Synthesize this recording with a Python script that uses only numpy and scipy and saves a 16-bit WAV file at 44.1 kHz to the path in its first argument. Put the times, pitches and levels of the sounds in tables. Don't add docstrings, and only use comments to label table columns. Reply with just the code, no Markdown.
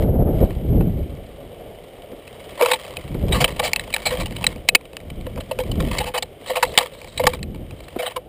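import sys
import numpy as np
from scipy import signal
from scipy.fft import rfft, irfft
from scipy.io import wavfile
from scipy.ndimage import uniform_filter1d

SR = 44100
rng = np.random.default_rng(int(sys.argv[2]) if len(sys.argv) > 2 else 0)


def put_to_file(sound):
    columns = np.atleast_2d(sound).T
    safe = np.clip(columns, -1, 1)
    whole_steps = np.round(safe * 32767)
    wavfile.write(sys.argv[1], SR, whole_steps.astype(np.int16))


N = 365148
TIME = np.arange(N) / SR

# start_s, hold_s, buffet_db, rush_db
WIND_GUSTS = [(0, 0.37, -14, -17.5), (0.718, 0.14, -14.5, -26.5), (1.452, 0.05, -40.5, -37),
              (3.24, 0.083, -17, -24), (3.83, 0.071, -38, -57), (4.2, .25, -26.5, -56),
              (5.12, 0.24, -30.5, -68), (5.76, 0.055, -19.5, -27.5), (6.659, 0.09, -41, -31.5),
              (7.24, 0.38, -29, -52)]
# frequency_hz, level_db
BUFFET_SPECTRUM = [(14, -30), (30, 1), (72, 0), (170, -4.5), (260, -10), (400, -15), (800, -47.5)]
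# frequency_hz, level_db
RUSH_SPECTRUM = [(150, -8), (300, -5.5), (450, 3), (570, 2.5), (720, -3.5), (1000, -22), (1900, -34.5),
                 (3400, -43)]

# pitch_hz, width_hz, level_db
CASE_MODES = [(500, 33.5, -0.5), (577, 194, -7), (702, 190, 0), (870, 73, 0), (1108, 197, -4),
              (1807, 225, -4.5), (2271, 213, -2), (2613, 93, -2), (3004, 228, -0.5), (3946, 177, -2),
              (4610, 880, -11)]
AIR_HZ, UPPER_WALL_HZ = CASE_MODES[0][0], CASE_MODES[-2][0]
MODES_PER_BAND = (2, 3, 4, 2)
# knock_db, shell_db, crack_db, tick_db
LIGHT_TONE, HARD_TONE = (-33, -6.5, -3.5, -23), (-1.5, -4, -3.5, -10)
SNAP_TONE, KNOCK_TONE, SCRAPE_TONE = (-17.5, -8, 1, -4.5), (-2.5, -12, -16.5, -25), (-2.5, 2.5, 1, -2.5)

# time_s, level_db
RUSTLE_CURVE = [(0, -51), (.24, -58), (.39, -43.5), (.62, -50), (2.2, -49.5), (2.75, -38.5), (3.15, -46.5),
                (3.9, -40), (4.5, -47), (4.8, -53), (5.4, -48.5), (5.85, -43), (6.38, -53), (6.95, -46.5),
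                (7.43, -54.5), (8.0, -47), (8.28, -57)]
# start_s, hold_s, level_db
BOUGH_SWEEPS = [(0, 0.03, -41), (2.66, 0.051, -30), (3.36, 0.16, -33), (3.665, 0.0091, -30),
                (4.06, .16, -33), (4.43, 0.088, -38), (5.91, 0.15, -32.5), (6.5, 0.15, -34.5),
                (6.79, 0.057, -30.5), (7.22, 0.13, -38), (8.02, 0.1, -41)]
# start_s, length_s, gain_db, tilt_db_per_band, pitch_hz
TWIG_SNAPS = [(.505, 0.0031, -43.5, -6, 2100), (.806, 0.0024, -51.5, -1, 2580),
              (2.02, 0.0018, -51, 0, 3000), (2.274, 0.0058, -45, -3, 2460),
              (2.9677, .0019, -32, -1.5, 3300), (3.4411, .0052, -15, -6, 2780),
              (3.7328, .001, -20, 3, 2280), (3.7602, .001, -23, 2, 3080), (3.7946, .0014, -30, 2.5, 4100),
              (3.926, .003, -37, 2, 2400), (3.9381, .0056, -21, 2.5, 2440),
              (3.9628, .0013, -26, -2.5, 2400), (4.2572, .0055, -33, -3, 2540), (4.364, .003, -35, 2, 2500),
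              (4.44, .0038, -23.5, -4, 2520), (4.4661, .0015, -19, 10, 3880),
              (4.6874, .0023, -10.5, 3, 3820), (4.749, .004, -7, 1.5, 2420),
              (4.7565, 0.00088, -27, 0, 2150), (4.9676, .0008, -35.5, 0, 2440),
              (5.1003, .0038, -41.5, -3.5, 2130), (5.7144, .005, -33.5, -1, 3000),
              (5.9829, .006, -26.5, 6.5, 2250), (6.7756, .0028, -8, 1, 2040),
              (7.1744, .008, -30.5, 8, 3950), (7.428, 0.0022, -37.5, 7.5, 4430)]
# start_s, length_s, gain_db
BRANCH_KNOCKS = [(2.593, 0.017, -16.5), (2.6104, 0.0028, -10), (2.6193, 0.013, -7.5), (2.664, 0.043, -14),
                 (3.6288, 0.0058, -19.5), (4.1128, 0.023, -17.5), (5.265, 0.0048, -25),
                 (5.5107, .0075, -16), (5.5872, 0.0026, -16.5), (5.5926, 0.017, -17), (6.4954, 0.016, -14),
                 (7.1948, 0.0082, -12.5), (7.237, 0.0043, -12.5)]
# start_s, length_s, gain_db, tilt_db_per_band, pitch_hz
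TWIG_SCRAPES = [(2.6587, 0.0033, -24.5, -3, 610), (2.7126, 0.007, -20, 1.5, 2460),
                (2.7315, 0.011, -22.5, 2, 905), (3.3209, .013, -24, 4, 3800),
                (3.3383, 0.032, -26, -1, 1110), (3.4017, 0.022, -21, -0.5, 740),
                (3.5931, 0.0082, -23.5, -3, 1090), (3.6337, 0.034, -23, 1, 630),
                (4.054, 0.023, -21, 4, 2290), (4.2, 0.018, -32, 1.5, 2320), (5.372, .012, -44, -8, 860),
                (5.4011, 0.0091, -39, -1.5, 620), (5.802, 0.0054, -33.5, -4, 2130),
                (5.9972, .017, -29.5, -4, 846), (6.055, 0.031, -32.5, -2, 910),
                (6.138, 0.028, -26.5, -3.5, 596), (6.1749, 0.01, -26, 0, 2930),
                (6.223, 0.0068, -29.5, 3.5, 3600), (6.555, 0.02, -24.5, -4.5, 676),
                (6.625, 0.0096, -18.5, -2, 936), (6.7847, 0.0029, -17, 2.5, 3920),
                (6.804, 0.012, -35.5, -7, 1250), (7.2668, 0.0061, -15.5, -1, 1160),
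                (7.3339, 0.0037, -34, -1.5, 2300), (7.9868, 0.02, -30.5, -5, 640),
                (8.0196, 0.018, -32.5, -6.5, 700), (8.0579, 0.018, -27.5, -1, 684),
                (8.1594, 0.012, -33, -5.5, 1020)]
# start_s, level_db
BODY_BUMPS = [(0.807, -19.5), (2.129, -32.5), (3.148, -24.5), (4.75, -29), (7.96, -21.5)]
# start_s, hold_s, level_db
NEEDLE_STROKES = [(6.48, .025, -33), (6.68, 0.047, -37.5), (6.92, 0.25, -50.5), (7.77, 0.081, -59)]


def from_db(db):
    return 10 ** (np.asarray(db) / 20)


def rms_one(x):
    return x / np.sqrt(np.mean(x ** 2) + 1e-20)


def drift(rate_hz):
    white = rfft(rng.standard_normal(N))
    return rms_one(irfft(white / (1 + (np.fft.rfftfreq(N, 1 / SR) / rate_hz) ** 4), N))


def swells(rows, attack_s, release_s):
    power = np.zeros(N)
    for start_s, hold_s, level_db in rows:
        fade = np.maximum(start_s - TIME, 0) / attack_s + np.maximum(TIME - start_s - hold_s, 0) / release_s
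        power += from_db(2 * level_db) * np.exp(-2 * np.minimum(fade, 20))
    return np.sqrt(power)


def coloured(x, spectrum):
    hz, db = np.transpose(spectrum)
    octave, points = np.log2(np.fft.rfftfreq(N, 1 / SR) + 1), np.log2(hz)
    octaves_outside = np.abs(octave - np.clip(octave, points[0], points[-1]))
    curve_db = np.interp(octave, points, db) - 18 * np.minimum(octaves_outside, 3)
    cepstrum = irfft(np.log(from_db(curve_db)), N)
    cepstrum[1:N // 2] *= 2
    cepstrum[N // 2 + 1:] = 0
    return rms_one(irfft(rfft(x) * np.exp(rfft(cepstrum)), N))


def wind(attack_s=0.096, release_s=0.14, lump_db=2.5, buffet_gain_db=-0.57, rush_gain_db=-6.5):
    start_s, hold_s, buffet_db, rush_db = np.transpose(WIND_GUSTS)
    breeze_buffet = from_db(-46.5)
    breeze_rush = from_db(-33.5 - 0.57 * TIME)
    on_port = np.hypot(swells(zip(start_s, hold_s, buffet_db), attack_s, release_s), breeze_buffet)
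    around_case = np.hypot(swells(zip(start_s, hold_s, rush_db), attack_s, release_s), breeze_rush)
    lumps = from_db(lump_db * drift(rate_hz=22))
    buffet = on_port * coloured(lumps * rng.standard_normal(N), BUFFET_SPECTRUM)
    rush = around_case * coloured(lumps * rng.standard_normal(N), RUSH_SPECTRUM)
    return from_db(buffet_gain_db) * buffet + from_db(rush_gain_db) * rush


def resonance(x, hz, width_hz):
    r = np.exp(-np.pi * width_hz / SR)
    gain = (1 - r * r) / 2
    return signal.lfilter([gain, 0, -gain], [1, -2 * r * np.cos(2 * np.pi * hz / SR), r * r], x)


def case_ring(force, damping=0.93, spread_db=0, detune=0):
    rings = []
    for k, (hz, width_hz, level_db) in enumerate(CASE_MODES):
        favour, shift = rng.standard_normal(2)
        ring = resonance(force, hz * (1 + detune * shift), damping * width_hz)
        rings.append((-1) ** k * from_db(level_db + spread_db * favour) * ring)
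    bands = np.split(np.array(rings), np.cumsum(MODES_PER_BAND)[:-1])
    return [band.sum(axis=0) for band in bands]


def brushing_db():
    rustle = from_db(np.interp(TIME, *np.transpose(RUSTLE_CURVE)))
    boughs = swells(BOUGH_SWEEPS, attack_s=0.049, release_s=0.017)
    return 20 * np.log10(np.hypot(rustle, boughs))


def needles(points=5, flicks_per_s=330, flick_spread_db=7.5, flick_s=0.0029, rub=0.032, catch_db=-43):
    crackle = np.zeros(N)
    for _ in range(points):
        sizes = from_db(flick_spread_db * np.clip(rng.standard_normal(N), -2, 2))
        flicks = sizes * (rng.random(N) < flicks_per_s / points / SR)
        friction = rub + signal.lfilter([1], [1, -np.exp(-1 / (flick_s * SR))], flicks + 1e-18)
        bands = case_ring(friction * rng.standard_normal(N), damping=0.92, spread_db=1.5, detune=0.037)
        crackle += sum(from_db(db) * rms_one(band) for db, band in zip(HARD_TONE, bands))
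    crackle /= np.sqrt(uniform_filter1d(crackle ** 2, size=3000) / 2)
    soft_bands = case_ring(rng.standard_normal(N), damping=1.6)
    hiss = sum(from_db(db) * rms_one(band) for db, band in zip(LIGHT_TONE, soft_bands))
    brush_db = brushing_db()
    pressed = 1 / (1 + from_db(2 * (catch_db - brush_db)))
    return from_db(brush_db) * (np.sqrt(pressed) * crackle + np.sqrt(1 - pressed) * hiss)


def hit_at_level(sound, level_db):
    return from_db(level_db) * sound * np.sqrt(SR / 100 / np.sum(sound ** 2))


def twig(length_s, bands_db, pitch_hz, grain_db=0.5, note_db=12, tail_db=-28, tail_s=0.0034):
    t = np.arange(SR // 7) / SR
    swell = (t / length_s) ** 0.44 * np.exp(-(t / length_s) ** 2)
    quiver = from_db(tail_db) * (1 - np.exp(-t / length_s)) * np.exp(-t / tail_s)
    jerks = rng.standard_normal(len(t)) * from_db(grain_db * rng.standard_normal(len(t)))
    note = from_db(note_db) * resonance(jerks, pitch_hz, width_hz=0.048 * pitch_hz)
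    groan = 0.19 * np.sin(2 * np.pi * AIR_HZ * t)
    bands = case_ring((swell + quiver) * (jerks + note + groan), spread_db=3.5, detune=0.016)
    return sum(hit_at_level(band, db) for band, db in zip(bands, bands_db))


def contacts(rows, tone_db):
    out = np.zeros(N + SR)
    steps_from_crack = np.arange(len(tone_db)) - 2
    for start_s, length_s, gain_db, *colour in rows:
        tilt_db, pitch_hz = colour or (0, AIR_HZ)
        bands_db = gain_db + np.array(tone_db) + tilt_db * steps_from_crack
        sound = twig(max(length_s, 1e-3), bands_db, pitch_hz)
        start = round(start_s * SR)
        out[start:start + len(sound)] += sound
    return out[:N]


def twigs(gain_db=2.5, low_cut_hz=330):
    snaps = contacts(TWIG_SNAPS, SNAP_TONE)
    knocks = contacts(BRANCH_KNOCKS, KNOCK_TONE)
    scrapes = contacts(TWIG_SCRAPES, SCRAPE_TONE)
    low_cut = signal.butter(2, low_cut_hz, "high", fs=SR, output="sos")
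    return from_db(gain_db) * signal.sosfilt(low_cut, snaps + knocks + scrapes)


def bumps(thud_hz=260, width_hz=330, push_s=0.0029):
    out = np.zeros(N)
    t = np.arange(SR // 10) / SR
    for start_s, level_db in BODY_BUMPS:
        shove = t * np.exp(-t / push_s) * rng.standard_normal(len(t))
        thud = resonance(resonance(shove, thud_hz, width_hz), thud_hz, width_hz)
        start = round(start_s * SR)
        out[start:start + len(t)] += hit_at_level(thud, level_db)
    return out


def stray_twigs(count=45, from_s=2.7, lift_db=9.0, cap_db=-37, scatter_db=1.5, slip_s=0.0023):
    brush_db = brushing_db()
    out = np.zeros(N + SR)
    for when, size, slip in zip(rng.random(count), rng.standard_normal(count), rng.random(count)):
        start = int(from_s * SR + when * (N - 1 - from_s * SR))
        gain_db = min(brush_db[start] + lift_db + scatter_db * size, cap_db)
        sound = twig(slip_s * (.5 + slip), gain_db + np.array(HARD_TONE), pitch_hz=2400)
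        out[start:start + len(sound)] += sound
    return out[:N]


def needle_drags(chatter_db=6.5, edge_s=0.012):
    force = from_db(chatter_db * drift(rate_hz=60)) * rng.standard_normal(N)
    hiss = rms_one(resonance(force, UPPER_WALL_HZ, width_hz=420))
    return swells(NEEDLE_STROKES, edge_s, edge_s) * hiss


def scene():
    return (twigs() + stray_twigs() + needles() + bumps() + wind() + needle_drags())[None, :]


def record(dry, ceiling=0.96, input_cut_hz=5600, camera_rate_hz=12000, output_cut_hz=15400):
    clipped = np.clip(dry, -ceiling, ceiling)
    dulled = signal.sosfilt(signal.butter(4, input_cut_hz, fs=SR, output="sos"), clipped)
    samples = signal.resample_poly(dulled, camera_rate_hz, SR, axis=1)
    held = np.repeat(samples, 4, axis=1)
    gritty = signal.resample_poly(held, SR, 4 * camera_rate_hz, axis=1)[:, :N]
    return signal.sosfilt(signal.ellip(10, .2, 70, output_cut_hz, fs=SR, output="sos"), gritty)


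dry = scene()
out = record(dry)
put_to_file(out)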